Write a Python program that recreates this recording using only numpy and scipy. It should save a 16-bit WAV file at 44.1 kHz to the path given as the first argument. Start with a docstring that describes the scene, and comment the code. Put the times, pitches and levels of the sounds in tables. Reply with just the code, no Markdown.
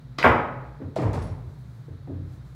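"""A pool shot in a hard, tiled room. The cue tip cracks on the white ball, which at once clacks
loudly into another and sets table and room ringing. The white bumps a cushion; the other ball ticks
on a pocket rim and thuds down into the wooden cabinet. Last, the white bumps the cushions again.
Each impact is a brief pulse followed by resonance and reverberation, over a low ventilation hum."""
import sys
import numpy as np
from scipy import signal
from scipy.fft import rfft, irfft
from scipy.io import wavfile

SR = 44100
rng = np.random.default_rng(int(sys.argv[2]) if len(sys.argv) > 2 else 0)


def dump(signal):
    """Clip the signal to [-1, 1] and save it as 16-bit WAV at the path in sys.argv[1]."""
    limited = np.clip(np.atleast_2d(signal).T, -1, 1)
    pcm = np.round(limited * 32767).astype(np.int16)
    wavfile.write(sys.argv[1], SR, pcm)


N = 112454
T = np.arange(N) / SR
HZ = np.fft.rfftfreq(N, 1 / SR)


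# The clack and its early echoes. Each row: start in seconds, pitch in Hz, relative level in dB.
CLACKS = [(0.228, 2140, -7), (0.2300, 2090, -11.5), (0.2387, 1910, -8.5), (0.2417, 1410, -5.5),
          (0.2440, 675, -5), (0.254, 1050, -3), (0.2593, 755, -8.5), (0.2637, 930, -9.5),
          (0.2695, 1270, -2.5), (0.2775, 1360, -7.5)]
# The clack's bright edge. Each row: start in seconds, level in dB.
SNAPS = [(0.2283, -20), (0.241, -22.5)]
# Spectra of that edge and of the room's boom. Each row: frequency in Hz, relative level in dB.
SNAP_SPECTRUM = [(500, -12.5), (2300, -0.5), (3000, 4.5), (4000, -8), (6000, -5), (9000, -7.5),
                 (12200, -7.5), (13800, -8), (15200, -28)]
BOOM_SPECTRUM = [(30, -49), (60, -22), (100, -0.5), (190, -11.5), (250, -7.5), (400, -5), (600, -5),
                 (1000, -4.5), (1350, -6), (1750, -12.5), (2300, -12.5), (2650, -21.5), (3100, -23),
                 (3600, -29), (4400, -48), (6500, -51), (12300, -64), (13100, -51), (14400, -49),
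                 (15000, -69)]
# Modes of table and room. Each row: frequency in Hz, relative level in dB, T60 in seconds.
TABLE_ROOM_MODES = [(122, -8, 0.59), (244.6, 5, 0.69), (328.6, 12, 0.28), (445, -2, 0.37),
                    (461, 16.5, 0.39), (565, 1, 0.9), (647.6, 4, 0.59), (690, -16, 0.28), (838, 6.5, 0.83),
                    (809, -23, 1), (971, 7, 0.71), (1078, 1, .6), (1263, 7, 0.74), (1260, -3, 0.49),
                    (1530, -7, .45), (1900, -21, 0.99), (2013, 6.5, 0.5)]

def clack():
    """Elastic collision: ball on ball radiates a pulse of a few cycles that excites table and room."""
    clicks = np.zeros(N)
    for start, hz, db in CLACKS:
        cycles = hz * T[:SR // 50]
        envelope = cycles ** 2 * np.exp(1 - cycles ** 2)
        add(clicks, start, amp(db) * envelope * np.sin(2 * np.pi * cycles))
    contact_lowpass = signal.butter(8, 2780, fs=SR, output="sos")  # contact time sets the upper edge
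    out = in_room(signal.sosfilt(contact_lowpass, clicks), wet_db=-5)
    for start, db in SNAPS:
        add(out, start, impact(SNAP_SPECTRUM, db, near_db=-2, scatter_s=0.002))
    boom_start = 0.2415
    add(out, boom_start, impact(BOOM_SPECTRUM, 15.5, near_db=1, scatter_s=0.065))
    add(out, boom_start, amp(-28.5) * ring(TABLE_ROOM_MODES, rise_s=0.037))
    return out


# Knocks in pocket and cabinet, then ticks on rim and return track.
# Each row: start in seconds, level in dB, spectral tilt in dB per octave.
KNOCKS = [(0.9649, 2.5, 0), (0.983, 5, 0.5), (1.022, 6.5, 0), (1.077, -6, 1), (1.135, 1.5, 2),
          (1.235, -18, 3)]
TICKS = [(0.959, -14.5, -1.5), (1.016, -24.5, 2.5), (1.131, -18.5, 2.5), (1.22, -24.5, 2),
         (1.587, -39.5, 14)]
# Their spectra. Each row: frequency in Hz, relative level in dB.
KNOCK_SPECTRUM = [(40, -55.5), (100, 11), (200, 1), (290, -4), (400, -3), (640, -8.5), (980, -10),
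                  (1500, -22.5), (2200, -25.5), (3000, -36), (6000, -67), (16000, -71)]
TICK_SPECTRUM = [(200, -15), (1200, 5), (2500, 1), (4300, 5), (6000, -1.5), (9000, -6), (12000, -15),
                 (16000, -20)]
# Modes of a metal part. Each row: frequency in Hz, level in dB, T60 in seconds.
METAL_MODES = [(10200, -57, .025), (10400, -65, .025), (9000, -67, .03), (5550, -63, 0.071)]

def pocket():
    """Successive impacts: the falling ball ticks on the rim, knocks down the track, clinks on metal."""
    out = np.zeros(N)
    for start, db, tilt in KNOCKS:
        add(out, start, impact(KNOCK_SPECTRUM, db, near_db=-7.5, scatter_s=0.0069, tilt=tilt))
    for start, db, tilt in TICKS:
        add(out, start, impact(TICK_SPECTRUM, db, near_db=-8, scatter_s=0.0054, tilt=tilt))
    add(out, 1.219, in_room(ring(METAL_MODES, rise_s=0.00037), wet_db=10))
    return out


# The cue tip's crack, in two quick parts, then its echo at 0.195 s. 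Each row: start in seconds, level in dB.
CUE_HITS = [(0.1827, -15), (0.1858, 1), (0.195, -8.5)]
# Their spectrum. Each row: frequency in Hz, relative level in dB.
CUE_SPECTRUM = [(40, -23), (100, -10), (300, -3), (500, 1), (860, -8), (1250, 2), (1580, -10), (2020, -3),
                (2770, -12.5), (4000, -9.5), (4450, -13.5), (4850, -8.5), (5720, -19.5), (10300, -38.5),
                (16000, -41)]
# Modes of the shaft. Each row: frequency in Hz, relative level in dB, T60 in seconds.
SHAFT_MODES = [(1268, -41.5, 0.2), (2032, -27.5, 0.13), (3010, -37.5, 0.11), (3850, -45, 0.66),
               (4750, -46.5, .3), (4930, -67, 0.28)]

def cue():
    """Impulse excitation: the tip cracks on the white ball, the crack returns as an echo, and the shaft rings
    in its natural modes."""
    out = np.zeros(N)
    shaft = ring(SHAFT_MODES, rise_s=0.0015)
    for start, db in CUE_HITS:
        crack = impact(CUE_SPECTRUM, db, near_db=-1.5, scatter_s=0.00334)
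        add(out, start, crack + amp(db) * shaft)
    return out


# Cabinet thuds. Each row: start in seconds, initial pitch in Hz, peak level in dB,
# time to the peak in seconds, relative fall in pitch per second.
THUDS = [(0.254, 85, -25.5, 0.026, 3.5), (0.258, 241.6, -20.5, 0.013, 0.5),
         (0.296, 111.5, -19, 0.0077, 0.5), (0.835, 91, -29, 0.018, 0), (1.023, 118, -18, 0.023, 2.5),
         (1.056, 67.6, -26.5, 0.022, 2), (1.157, 92.7, -24, 0.023, 2), (1.169, 62.4, -33.5, 0.05, 1.5),
         (1.297, 96, -26, 0.014, 1), (1.456, 91.5, -31.5, 0.015, 0.5), (1.895, 87.2, -35, 0.031, -0.5),
         (2.085, 270.4, -37, 0.028, 0), (2.096, 91, -30.5, 0.071, 0)]

def cabinet():
    """Body resonance: the hollow table answers blows with low thuds that swell and die."""
    out = np.zeros(N)
    for start, hz, db, swell_s, fall in THUDS:
        envelope = T / swell_s * np.exp(1 - T / swell_s)
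        cycles = np.cumsum(hz * np.exp(-fall * T)) / SR
        add(out, start, amp(db) * envelope * np.sin(2 * np.pi * cycles))
    return out


# Hollow notes. Each row: start in seconds, pitch in Hz, level in dB, T60 in seconds.
TOCKS = [(0.8, 438, -38.5, 0.13), (0.9636, 647, -14.5, 0.041), (0.9645, 481, -23, .06),
         (0.986, 303.4, -25, 0.23), (1.882, 453, -49.5, 0.33), (2.073, 770, -44, 0.034)]

def tocks():
    """Damped vibration: pocket liner and rails sound one short mode when a ball strikes them."""
    out = np.zeros(N)
    for start, hz, db, t60 in TOCKS:
        add(out, start, ring([(hz, db, t60)], rise_s=0.00056))
    return in_room(out, wet_db=-7)


# Cushion bumps. Each row: start in seconds, level in dB, spectral tilt in dB per octave.
CUSHION_HITS = [(0.797, -12, -2), (0.815, -11, 0), (1.88, -20.5, -2), (2.073, -15.5, -1.5), (2.096, -9, -6),
                (2.134, -24, 2.5)]
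# Their spectrum. Each row: frequency in Hz, relative level in dB.
CUSHION_SPECTRUM = [(40, -37), (90, -24), (180, -3), (260, 1.5), (400, -2.5), (560, -10), (1100, -21.5),
                    (1750, -26), (3000, -40), (8000, -62)]
# Modes of the wooden rail. Each row: frequency in Hz, relative level in dB, T60 in seconds.
RAIL_MODES = [(245.5, -29, 0.48), (272.2, -31.5, 0.44), (299.5, -28, 0.6), (518, -37.5, 0.38),
              (649, -40, 0.3)]

def cushions():
    """Compliant contact: soft rubber gives a dull bump, and the rail rings behind it."""
    out = np.zeros(N)
    rail = ring(RAIL_MODES, rise_s=0.024)
    for start, db, tilt in CUSHION_HITS:
        bump = impact(CUSHION_SPECTRUM, db, near_db=1.5, scatter_s=0.033, tilt=tilt)
        add(out, start, bump + amp(db) * rail)
    return out


# Reverberation time. Each row: frequency in Hz, time to decay by 60 dB (T60) in seconds.
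ROOM_T60 = [(60, 0.79), (250, 0.92), (1000, 0.73), (2000, 0.71), (4000, 0.47), (8000, 0.49), (16000, 0.29)]
# Build-up of the echoes. Each row: frequency in Hz, time constant in seconds.
ROOM_RISE = [(60, 0.035), (300, 0.0067), (1000, 0.0028), (8000, 0.00175)]

def room(size=49152, spacing=12):
    """Reverberation: sparse echoes come in clumps; bass builds later and lasts longer than treble."""
    echoes = np.zeros(size)
    slots = np.arange(0, size, spacing)
    echoes[slots + rng.integers(0, spacing, len(slots))] = rng.choice([-1., 1.], len(slots))
    hz, t = np.fft.rfftfreq(size, 1 / SR), T[:size]
    centres = np.geomspace(60, 15360, 9)
    spectrum, tail = rfft(echoes), 0
    for centre, weights in zip(centres, np.eye(len(centres))):
        band = irfft(spectrum * np.interp(np.log(hz + 1), np.log(centres), weights))
        clump_s = 0.0017 + 2 / centre
        smoothing = np.exp(-(2 * hz * clump_s) ** 2)
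        clumps_db = 2 * unit(irfft(rfft(rng.standard_normal(size)) * smoothing))
        decay_db = 60 * t / read(ROOM_T60, centre)
        rise = 1 - np.exp(-t / read(ROOM_RISE, centre))
        tail = tail + band * amp(clumps_db - decay_db) * rise
    return tail / np.linalg.norm(tail)


# Hum tones. Each row: frequency in Hz, level in dB, rms pitch wander in Hz.
HUM_TONES = [(61.2, -50, 7.9), (122.5, -44.5, 3.2), (141.6, -46, 6.63), (169.4, -64.5, 6)]
# Envelopes of a faint drone and hiss. Each row: time in seconds, level in dB.
DRONE_LEVELS = [(0, -65), (.2, -52), (.7, -73), (1.58, -68), (1.66, -58), (1.85, -60.5), (1.95, -69),
                (2.5, -66.5)]
HISS_LEVELS = [(0, -89), (.7, -80), (1.35, -74), (1.52, -67.5), (1.64, -71), (1.77, -67), (1.9, -72.5),
               (2.05, -86), (2.21, -82), (2.25, -72.5), (2.34, -63), (2.42, -73.5), (2.47, -66),
               (2.55, -69.5)]
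# Spectra of the hiss and the moving air. Each row: frequency in Hz, relative level in dB.
HISS_SPECTRUM = [(300, 6.5), (1200, 11.5), (3000, -3), (6000, -1), (10000, -5.5), (16000, -9)]
AIR_SPECTRUM = [(25, -48), (42, -25), (56, 13), (75, 2.5), (130, 13), (190, 1.5), (300, -7.5), (500, -11),
                (800, -16.5), (1300, -16), (2000, -22), (2900, -31), (3900, -23.5), (5200, -33),
                (8000, -39), (16000, -43.5)]

def ventilation():
    """Broadband flow noise and a randomly modulated hum, with a drone and hiss that come and go."""
    slow = np.exp(-(HZ / 8.69) ** 2)  # the hum wavers at rates up to about 9 Hz
    hum = 0
    for hz, db, wander in HUM_TONES:
        cycles = np.cumsum(hz + wander * noise(slow)) / SR
        flutter = 1 + 0.37 * noise(slow)
        hum = hum + amp(db) * unit(flutter * np.sin(2 * np.pi * cycles))
    drone_band = 1 / (1 + ((HZ - 250) / 2.23) ** 2)  # a narrow peak at 250 Hz
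    drone = amp(np.interp(T, *np.transpose(DRONE_LEVELS))) * noise(drone_band)
    hiss = amp(np.interp(T, *np.transpose(HISS_LEVELS))) * noise(amp(read(HISS_SPECTRUM, HZ)))
    air = amp(-48) * noise(amp(read(AIR_SPECTRUM, HZ)))
    return air + hum + drone + hiss


def impact(spectrum, db, near_db, scatter_s, tilt=0):
    """Convolution: a click passes through the scatter off nearby surfaces and the room's echoes."""
    tail = room()
    near = rng.standard_normal(len(tail)) * np.exp(-T[:len(tail)] / scatter_s)
    response = tail + amp(near_db) * near / np.linalg.norm(near)
    sound = amp(db) * signal.fftconvolve(response, pulse(spectrum, tilt))
    return np.pad(sound, (0, N - len(sound)))


def pulse(spectrum, tilt, size=4096):
    """Minimum phase: the shortest causal click of energy 1 with this tilted spectrum."""
    hz = abs(np.fft.fftfreq(size, 1 / SR))
    log_gain = np.log(amp(read(spectrum, hz) + tilt * np.log2(hz + 20)))
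    minimum_phase = np.exp(np.conj(signal.hilbert(log_gain)))
    click = np.fft.ifft(minimum_phase).real[:size // 2]
    return click / np.linalg.norm(click)


def ring(modes, rise_s):
    """Modal vibration: exponentially decaying sines build up with time constant rise_s."""
    sines = sum(amp(db - 60 * T / t60) * np.sin(2 * np.pi * hz * T) for hz, db, t60 in modes)
    return (1 - np.exp(-T / rise_s)) * sines


def in_room(x, wet_db):
    """Direct sound plus its reverberant field."""
    return x + amp(wet_db) * signal.fftconvolve(x, room())[:N]


def noise(gain):
    """Spectral shaping: steady noise of rms 1 with this gain per frequency."""
    return unit(irfft(rfft(rng.standard_normal(N)) * gain, N))


def amp(db):
    """Decibels to amplitude ratio."""
    return 10 ** (np.asarray(db) / 20)


def unit(x):
    """Normalisation to rms 1."""
    return x / np.sqrt(np.mean(x ** 2) + 1e-20)


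def read(points, hz):
    """Interpolation on a log-frequency axis."""
    frequencies, values = np.transpose(points)
    return np.interp(np.log(hz + 1), np.log(frequencies + 1), values)


def add(mix, start, sound):
    """Delay and sum: a sound joins the mix at start seconds."""
    part = mix[round(start * SR):][:len(sound)]
    part += sound[:len(part)]


def scene():
    """Superposition: all sources sum at one microphone."""
    return (cue() + clack() + cushions() + tocks() + pocket() + cabinet() + ventilation())[None]


def record(dry):
    """Band limiting: the microphone drops the deepest bass, then a low-pass cuts the top treble."""
    thinned = signal.sosfilt(signal.butter(4, 45, "high", fs=SR, output="sos"), dry)
    lowpass = signal.firwin(511, 15850, window=("kaiser", 9), fs=SR)
    return signal.oaconvolve(thinned, lowpass[None], "same")


dry = scene()
out = record(dry)
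dump(out)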